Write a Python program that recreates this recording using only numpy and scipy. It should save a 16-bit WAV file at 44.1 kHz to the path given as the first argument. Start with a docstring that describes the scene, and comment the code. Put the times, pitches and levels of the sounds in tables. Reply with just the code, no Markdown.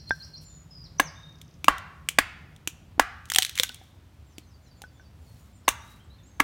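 """A spring wood: a hatchet chops a stick on an upright log; once the stick is levered apart and tears.
Each blow is a run of jolts that rings log and stick. Fibres part with a crack and a splinter ring;
the knocked stick rings in its bending modes. Small birds sing near-sine notes, far traffic rumbles,
leaves and clothes rustle. The trunks scatter wood sounds and song back."""
import sys
import numpy as np
from scipy import signal
from scipy.fft import rfft, irfft
from scipy.io import wavfile
from scipy.ndimage import uniform_filter1d

SR = 44100
rng = np.random.default_rng(int(sys.argv[2]) if len(sys.argv) > 2 else 0)


def to_wav(sig):
    """Store sig (one row per channel, or 1-D mono) as 16-bit WAV at the path in sys.argv[1].

    Samples outside -1..1 are clipped; the rate is SR.
    """
    pcm = np.clip(np.atleast_2d(sig), -1, 1) * 32767
    pcm = np.round(pcm).astype(np.int16)
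    wavfile.write(sys.argv[1], SR, pcm.T)  # frames by channels


N = 283563

# hatchet blows: (time [s], level [dB], stick pitch [Hz], stick ring [dB], crack [dB], thud [dB], bite [s])
CHOPS = [ (0.9965, -3, 788, 1, -3, -17.5, 0.0041), (1.681, 5.5, 1224, 1.5, -12, -25.5, 0.0023),
         (2.185, 1.5, 2230, 10, -4.5, -23, 0.0026), (2.995, 4.5, 1505, -0.5, -8.5, -24.5, 0.0023),
         (5.678, -1.5, 1110, -11, -4, -27, .004), (6.398, -1.5, 1110, 3.5, -6, -16.5, 0.0057), ]
# log modes: (frequency [Hz], level [dB], t60 [s])
LOG_MODES = [(864, -11, 0.0046), (1130, 3.5, 0.014), (1310, -2.5, 0.0048), (1670, 0, 0.026),
             (2010, 2.5, .012), (2650, -5, .012), (3610, -14, 0.0076), (4370, -15, 0.014)]
# spectrum of breaking fibres: (frequency [Hz], level [dB])
CRACK_SPECTRUM = [(300, -47), (700, -28.5), (1300, -19), (2000, -10.5), (3400, -2), (4700, -16), (5800, -7),
                  (9000, -8.5), (10300, -11.5), (16000, -16.5)]
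# single fibres snapping: (time [s], peak [dB], splinter pitch [Hz], crack re ring [dB])
SNAPS = [ (0.0943, -34, 5500, 9), (1.415, -29.5, 5190, 10.5), (1.644, -14.5, 2335, -3.5),
         (1.7822, -25.5, 3380, 3.5), (2.088, -6.5, 2389, 3.5), (2.563, -38, 3400, 3.5),
         (2.6745, -10, 2720, 3.5), (3.2556, -32, 4000, 6), (3.3003, -13, 3120, 8),
         (3.3189, -11.5, 3070, 1.5), (3.337, -15.5, 5390, -0.5), (3.3477, -8, 4180, 2.5),
         (3.3605, 1, 3223, 2.5), (3.3854, 3.5, 3060, 0), (3.4223, -7.5, 3844, 7), (3.429, -9, 4120, 5),
         (3.449, -11, 3946, -1.5), (3.4657, -26, 4200, -2), (3.4944, -21, 3950, 0.5),
         (3.555, -20, 3520, 11), (3.5774, -16, 3756, -5), (3.587, -14.5, 3664, -0.5),
         (3.598, -1.5, 3507, -4.5), (3.634, -5, 3480, -1), (3.693, -20, 2830, -14),
         (3.7447, -25.5, 3160, 22), (4.3824, -25.5, 4050, 3), (4.819, -25.5, 4000, 7),
         (5.6882, -3.5, 2460, 10), ]
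# heaves on the blade: (start [s], length [s], level [dB])
HEAVES = [(3.299, 0.21, -34.5), (3.531, 0.19, -35.5)]
# stick knocked or flexed: (time [s], peak [dB], pitch [Hz])
KNOCKS = [ (0.108, -9.5, 1583), (1.645, -31.5, 310), (2.674, -29, 305), (2.98, -31, 300),
          (3.362, -25.5, 760), (3.387, -20.5, 756), (3.6, -25, 505), (3.636, -29, 1535),
          (3.697, -34.5, 1500), (3.814, -42, 765), (4.382, -34.5, 301), (4.818, -39, 802),
          (4.839, -33, 1500), (4.997, -44, 1530), ]
# bird syllables: ([(time [s], pitch [Hz], level [dB]), ...], first start [s], spacing [s], count)
RISE = [(0, 4320, -53), (.024, 4110, -45.5), (.046, 5550, -50.5), (.056, 5730, -39.5)], -.068, .1327, 4
TRILL = [(0, 6805, -62.5), (.006, 4287, -65)], 1.2, .0309, 12
DROP = [(0, 6170, -73), (.03, 6180, -72), (.045, 5400, -72), (.068, 4840, -78), (.085, 4600, -64.5),
        (.106, 4590, -74)], 4.292, 0.17, 5
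SINGLE_ARCHED_CALL = [(0, 5500, -41), (.015, 6246, -48.5), (.07, 6320, -47), (.09, 5700, -48.5),
                      (.12, 4210, -52.5)], .98, 0, 1
# single bird whistles: (start [s], length [s], start pitch [Hz], end pitch [Hz], level [dB])
WHISTLES = [ (0.438, .21, 7230, 6820, -57.5), (0.487, 0.1, 3560, 3710, -73),
            (0.701, 0.15, 5150, 4820, -53.5), (0.839, 0.036, 5840, 3680, -51.5),
            (1.146, 0.22, 3625, 3723, -57), (4.257, 0.09, 7590, 6990, -76.5),
            (4.41, 0.062, 4280, 4080, -74), (4.623, 0.077, 7200, 6800, -75), (4.659, 0.04, 4200, 3950, -69),
            (4.749, 0.058, 4450, 4400, -73), (4.766, 0.064, 7300, 6700, -73),
            (4.928, 0.07, 7300, 6800, -77.5), (4.941, 0.076, 3380, 3560, -73.5),
            (5.21, 0.083, 7460, 6740, -78), (5.265, 0.085, 4390, 4277, -69),
            (5.389, 0.07, 7060, 6800, -73.5), (5.527, 0.072, 7500, 6880, -70.5),
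            (5.549, 0.078, 8350, 7910, -73.5), (5.646, 0.041, 5600, 4000, -66),
            (5.794, 0.029, 5750, 5710, -62), (5.799, 0.17, 3670, 3900, -63),
            (5.997, 0.03, 2996, 3306, -65.5), (6.04, 0.021, 8250, 7380, -72.5),
            (6.097, 0.069, 3730, 4300, -64.5), (6.181, 0.043, 3620, 3497, -67),
            (6.228, 0.078, 6400, 7770, -67), (6.259, 0.22, 6600, 6150, -72.5), ]
# spectrum of forest air and far traffic: (frequency [Hz], level [dB])
AIR_SPECTRUM = [(15, -52), (25, -35), (51, -5.5), (74, 2), (167, -10.5), (202, -12.5), (457, -25),
                (538, -23.5), (2330, -32), (3800, -34), (7100, -40.5), (10400, -45.5), (15200, -44),
                (16500, -57)]
# traffic swell: (time [s], level [dB])
TRAFFIC_SWELL = [(0, 3.5), (2.6, 4), (4.25, 1.5), (5, 3), (6.43, 4)]
# distant engine: (time [s], pitch [Hz], level [dB])
ENGINE_HUM = [(0, 152.1, -50.5), (1.2, 156.1, -53), (2.498, 153, -53.5), (2.902, 146.7, -74.5)]
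# clothes and leaves brushing: (centre [s], length [s], level [dB])
RUSTLES = [(.2, .4, -68), (.43, 0.057, -58), (3.8, 0.47, -72.5), (5.35, 0.51, -68), (5.9, 0.31, -63)]
# echo tail decay: (frequency [Hz], t60 [s])
ECHO_DECAY = [(300, 0.1), (800, .8), (2000, 0.76), (5500, .6), (12000, 0.34)]
# echo spectrum: (frequency [Hz], level [dB])
ECHO_SPECTRUM = [(200, -9.5), (700, -7), (1400, 0), (2500, -1.5), (5000, 0.5), (12000, -4)]

FIBRES_PER_S, FIBRE_LOW_HZ, FIBRE_HIGH_HZ, FIBRE_SIZES = 190, 2100, 5200, 6
CHOP_ECHO_DB, SNAP_ECHO_DB, KNOCK_ECHO_DB, SONG_ECHO_DB = -16.5, -19, -26, -7.5
AIR_DB, LEAVES_DB = -51.5, -79
HIT_SAMPLES = 4096


def chop(level_db, stick_hz, ring_db, crack_db, thud_db, bite_s):
    """The blade bites in with a swelling run of jolts that ring log and stick; the trunks echo it."""
    t = np.arange(700) / SR
    envelope_db = np.where(t < bite_s, -26 * (0.5 - t / bite_s), -60 * (t - bite_s) / 0.019)
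    jolts = rng.standard_normal(len(t)) * amp(envelope_db + 3.9 * rng.exponential(1, len(t)))
    wood = signal.fftconvolve(jolts, rings(LOG_MODES + [(stick_hz, ring_db, 0.014)]))
    highpass = signal.butter(2, 550, "high", fs=SR)  # bass trimmed from the ring; thud added separately
    wood = unit_peak(signal.lfilter(*highpass, wood))
    add(wood, bite_s * 0.61, amp(crack_db) * crack(t60_s=0.018))
    diffuse = rings([(stick_hz, 0, 0.0035), (1700, -2, 0.002)])  # modes blur over all directions
    diffuse *= np.linalg.norm(wood) / np.linalg.norm(diffuse)
    out = amp(CHOP_ECHO_DB) * trunk_echo(diffuse + amp(-7.5) * wood[:HIT_SAMPLES])
    add(out, 0, wood)
    log_thud = np.convolve(np.hanning(40) / 20, rings([(289.2, 0.97, 0.045)]))
    add(out, bite_s, amp(thud_db) * log_thud)
    ground_thump = unit_peak(np.convolve(np.hanning(500), rings([(51.9, 0, 0.15)])))
    add(out, 0.015, amp(-39.5) * ground_thump)  # slower path through the ground
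    return amp(level_db) * out


def crack(t60_s):
    """Fibres break: a short swell into one click, fast-dying noise, a crackling tail."""
    t = np.arange(HIT_SAMPLES) / SR
    grit = rng.standard_normal(len(t)) * amp(1.8 * rng.exponential(1, len(t)))
    grit[30] = 9  # the click
    attack = np.minimum(t / 0.001, 1) ** 2
    tail = amp(4 * flutter(len(t), 40) - 23 - 60 * t / 0.1)
    return unit_peak(coloured(grit, CRACK_SPECTRUM) * attack * (amp(-60 * t / t60_s) + tail))


def snap(peak_db, splinter_hz, crack_db):
    """One fibre parts: a crack and a short ring of the splinter."""
    kick = rng.standard_normal(50) * np.hanning(50)
    modes = rings([(splinter_hz, 0, 0.005), (splinter_hz * 0.62, -3, 0.005)])
    splinter = np.convolve(kick, modes)[:HIT_SAMPLES]
    splinter = unit_peak(np.diff(splinter, prepend=0))
    return amp(peak_db) * unit_peak(splinter + amp(crack_db) * crack(t60_s=0.013))


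def tearing():
    """Small fibres of several sizes part at random while the blade levers."""
    strain = swells([(start_s + length_s / 2, length_s * 1.43, db) for start_s, length_s, db in HEAVES])
    out = np.zeros(N)
    for hz in np.geomspace(FIBRE_LOW_HZ, FIBRE_HIGH_HZ, FIBRE_SIZES):
        breaks = rng.random(N) < FIBRES_PER_S / FIBRE_SIZES / SR
        strength = amp(3.7 * np.minimum(rng.exponential(1, N), 3))
        out += signal.oaconvolve(breaks * strength * strain, snap(0, hz, crack_db=1.5))[:N]
    return out


def knock(peak_db, hz):
    """A free stick rings in its first bending modes after a soft contact."""
    t60_s = 0.065 * (hz / 1000) ** 0.45
    modes = [(hz, 0, t60_s), (hz * 1.09, -8, t60_s / 2), (hz * 0.59, -4, 0.012), (hz * 2.2, -11, 0.025)]
    return amp(peak_db) * unit_peak(np.convolve(np.hanning(14), rings(modes)))


def bird_note(times_s, pitches_hz, levels_db):
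    """A gliding near-sine note, trembling slightly in pitch and level."""
    t = np.arange(times_s[0], times_s[-1], 1 / SR)
    tremble = flutter(len(t), 150)
    hz = np.interp(t, times_s, pitches_hz) * (1 + 0.0069 * tremble)
    envelope = amp(np.interp(t, times_s, levels_db) + 2.6 * tremble) * signal.windows.tukey(len(t), 0.2)
    return np.sqrt(2) * envelope * sine(hz)


def birds(lead_s=0.2, fade_db=-6.5):
    """Syllables and single whistles with their echo; the song starts before time zero."""
    song = np.zeros(N + round(lead_s * SR))
    for contour, first_s, spacing_s, count in (RISE, TRILL, DROP, SINGLE_ARCHED_CALL):
        for k in range(count):
            add(song, lead_s + first_s + k * spacing_s, bird_note(*np.transpose(contour)))
    for start_s, length_s, start_hz, end_hz, db in WHISTLES:
        mid_hz = start_hz + 0.65 * (end_hz - start_hz)  # quick glide, then settling
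        note = bird_note([0, length_s / 2, length_s], [start_hz, mid_hz, end_hz], [db, db, db + fade_db])
        add(song, lead_s + start_s, note)
    echo = trunk_echo(amp(SONG_ECHO_DB) * song, near_db=3.5)[:len(song)]
    return (song + echo)[-N:]


def trunk_echo(x, near_db=10):
    """Sparse reflections off ground and trunks: a quick near cluster, a long thin tail."""
    taps = np.zeros(SR)
    slots = np.arange(400, SR - 20, 20)
    gains = rng.choice([-1., 1.], len(slots)) * amp(0.83 * rng.exponential(1, len(slots)))
    taps[slots + rng.integers(0, 20, len(slots))] = gains
    hz, t, spectra = signal.stft(taps, SR, nperseg=256)
    decay = amp(-60 * t / at_hz(ECHO_DECAY, hz)[:, None]) + amp(near_db - 60 * t / 0.1)
    colour = amp(at_hz(ECHO_SPECTRUM, hz))[:, None]
    response = signal.istft(spectra * decay * colour, SR, nperseg=256)[1]
    return signal.fftconvolve(x, response / np.linalg.norm(response))


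def air_and_traffic():
    """Forest air: faintly patchy noise whose low end swells with far traffic."""
    frame_s = np.arange(N // 256 + 5) * 256 / SR
    hz = np.fft.rfftfreq(1024, 1 / SR)
    real, imag, patches = rng.standard_normal((len(frame_s), len(hz), 3)).T
    patches_db = 0.91 * unit_rms(uniform_filter1d(uniform_filter1d(patches, 10, axis=0), 14, axis=1))
    swell_db = np.interp(frame_s, *np.transpose(TRAFFIC_SWELL)) / (1 + (hz[:, None] / 1500) ** 2)
    air = signal.istft((real + 1j * imag) * amp(patches_db + swell_db), nperseg=1024, noverlap=768)[1]
    return amp(AIR_DB) * unit_rms(coloured(air[:N], AIR_SPECTRUM))


def engine_hum():
    """A distant engine: one low note, wavering in level."""
    t = np.arange(N) / SR
    times_s, hz, db = np.transpose(ENGINE_HUM)
    waver = unit_rms(uniform_filter1d(flutter(N, 1200), 1200))
    return amp(np.interp(t, times_s, db)) * (0.13 + waver) * sine(np.interp(t, times_s, hz))


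def rustle():
    """Grainy hiss: a steady stir of leaves, swelling as clothes and leaves brush."""
    grains = rng.standard_normal(N) * amp(2.4 * flutter(N, 200))
    hiss = unit_rms(coloured(grains, [(1000, -27), (3000, -2.5), (8000, -2), (16000, -6)]))
    return hiss * (amp(LEAVES_DB) + swells(RUSTLES))


def amp(db):
    """dB to gain."""
    return 10 ** (np.asarray(db) / 20)


def unit_rms(x):
    """Scales to rms 1."""
    return x / np.sqrt(np.mean(x ** 2) + 1e-20)


def unit_peak(x):
    """Scales to peak 1."""
    return x / (abs(x).max() + 1e-20)


def flutter(samples, smooth_samples):
    """Smoothed noise, rms 1."""
    return unit_rms(uniform_filter1d(rng.standard_normal(samples), smooth_samples))


def sine(hz):
    """Sine following a pitch curve."""
    return np.sin(2 * np.pi * np.cumsum(hz) / SR)


def at_hz(points, hz):
    """Interpolates (frequency [Hz], value) on a log-frequency axis."""
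    points_hz, values = np.transpose(points)
    return np.interp(np.log(hz + 1), np.log(points_hz + 1), values)


def coloured(x, spectrum):
    """Filters by (frequency [Hz], level [dB])."""
    hz = np.fft.rfftfreq(len(x), 1 / SR)
    return irfft(rfft(x) * amp(at_hz(spectrum, hz)), len(x))


def rings(modes):
    """Impulse response of modes (frequency [Hz], level [dB], t60 [s])."""
    t = np.arange(HIT_SAMPLES) / SR
    return sum(amp(db - 60 * t / t60_s) * np.sin(2 * np.pi * hz * t) for hz, db, t60_s in modes)


def swells(rows):
    """Gain curve of smooth swells (centre [s], length [s], level [dB])."""
    t = np.arange(N) / SR
    return sum(amp(db) * np.cos(np.pi * np.clip((t - centre_s) / length_s, -0.5, 0.5)) ** 2
               for centre_s, length_s, db in rows)


def add(mix, time_s, sound):
    """Mixes a sound in at time_s."""
    part = mix[max(round(time_s * SR), 0):][:len(sound)]
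    part += sound[:len(part)]


def scene():
    """Wood sounds with their echoes, birds and background; mono."""
    blows, snaps, knocks = np.zeros((3, N))
    for time_s, *row in CHOPS:
        add(blows, time_s, chop(*row))
    for time_s, *row in SNAPS:
        add(snaps, time_s - 0.0003, snap(*row))  # the swell starts just before the peak
    snaps += tearing()
    for time_s, *row in KNOCKS:
        add(knocks, time_s, knock(*row))
    echoes = trunk_echo(amp(SNAP_ECHO_DB) * snaps + amp(KNOCK_ECHO_DB) * knocks)[:N]
    return (blows + snaps + knocks + echoes + birds() + air_and_traffic() + engine_hum() + rustle())[None]


def record(dry):
    """The loudest blows clip; then a low-pass at 16.2 kHz."""
    lowpass = signal.firwin(255, 16200, window=("kaiser", 7), fs=SR)
    return signal.oaconvolve(np.clip(dry, -1, 1), lowpass[None], "same")


dry = scene()
out = record(dry)
to_wav(out)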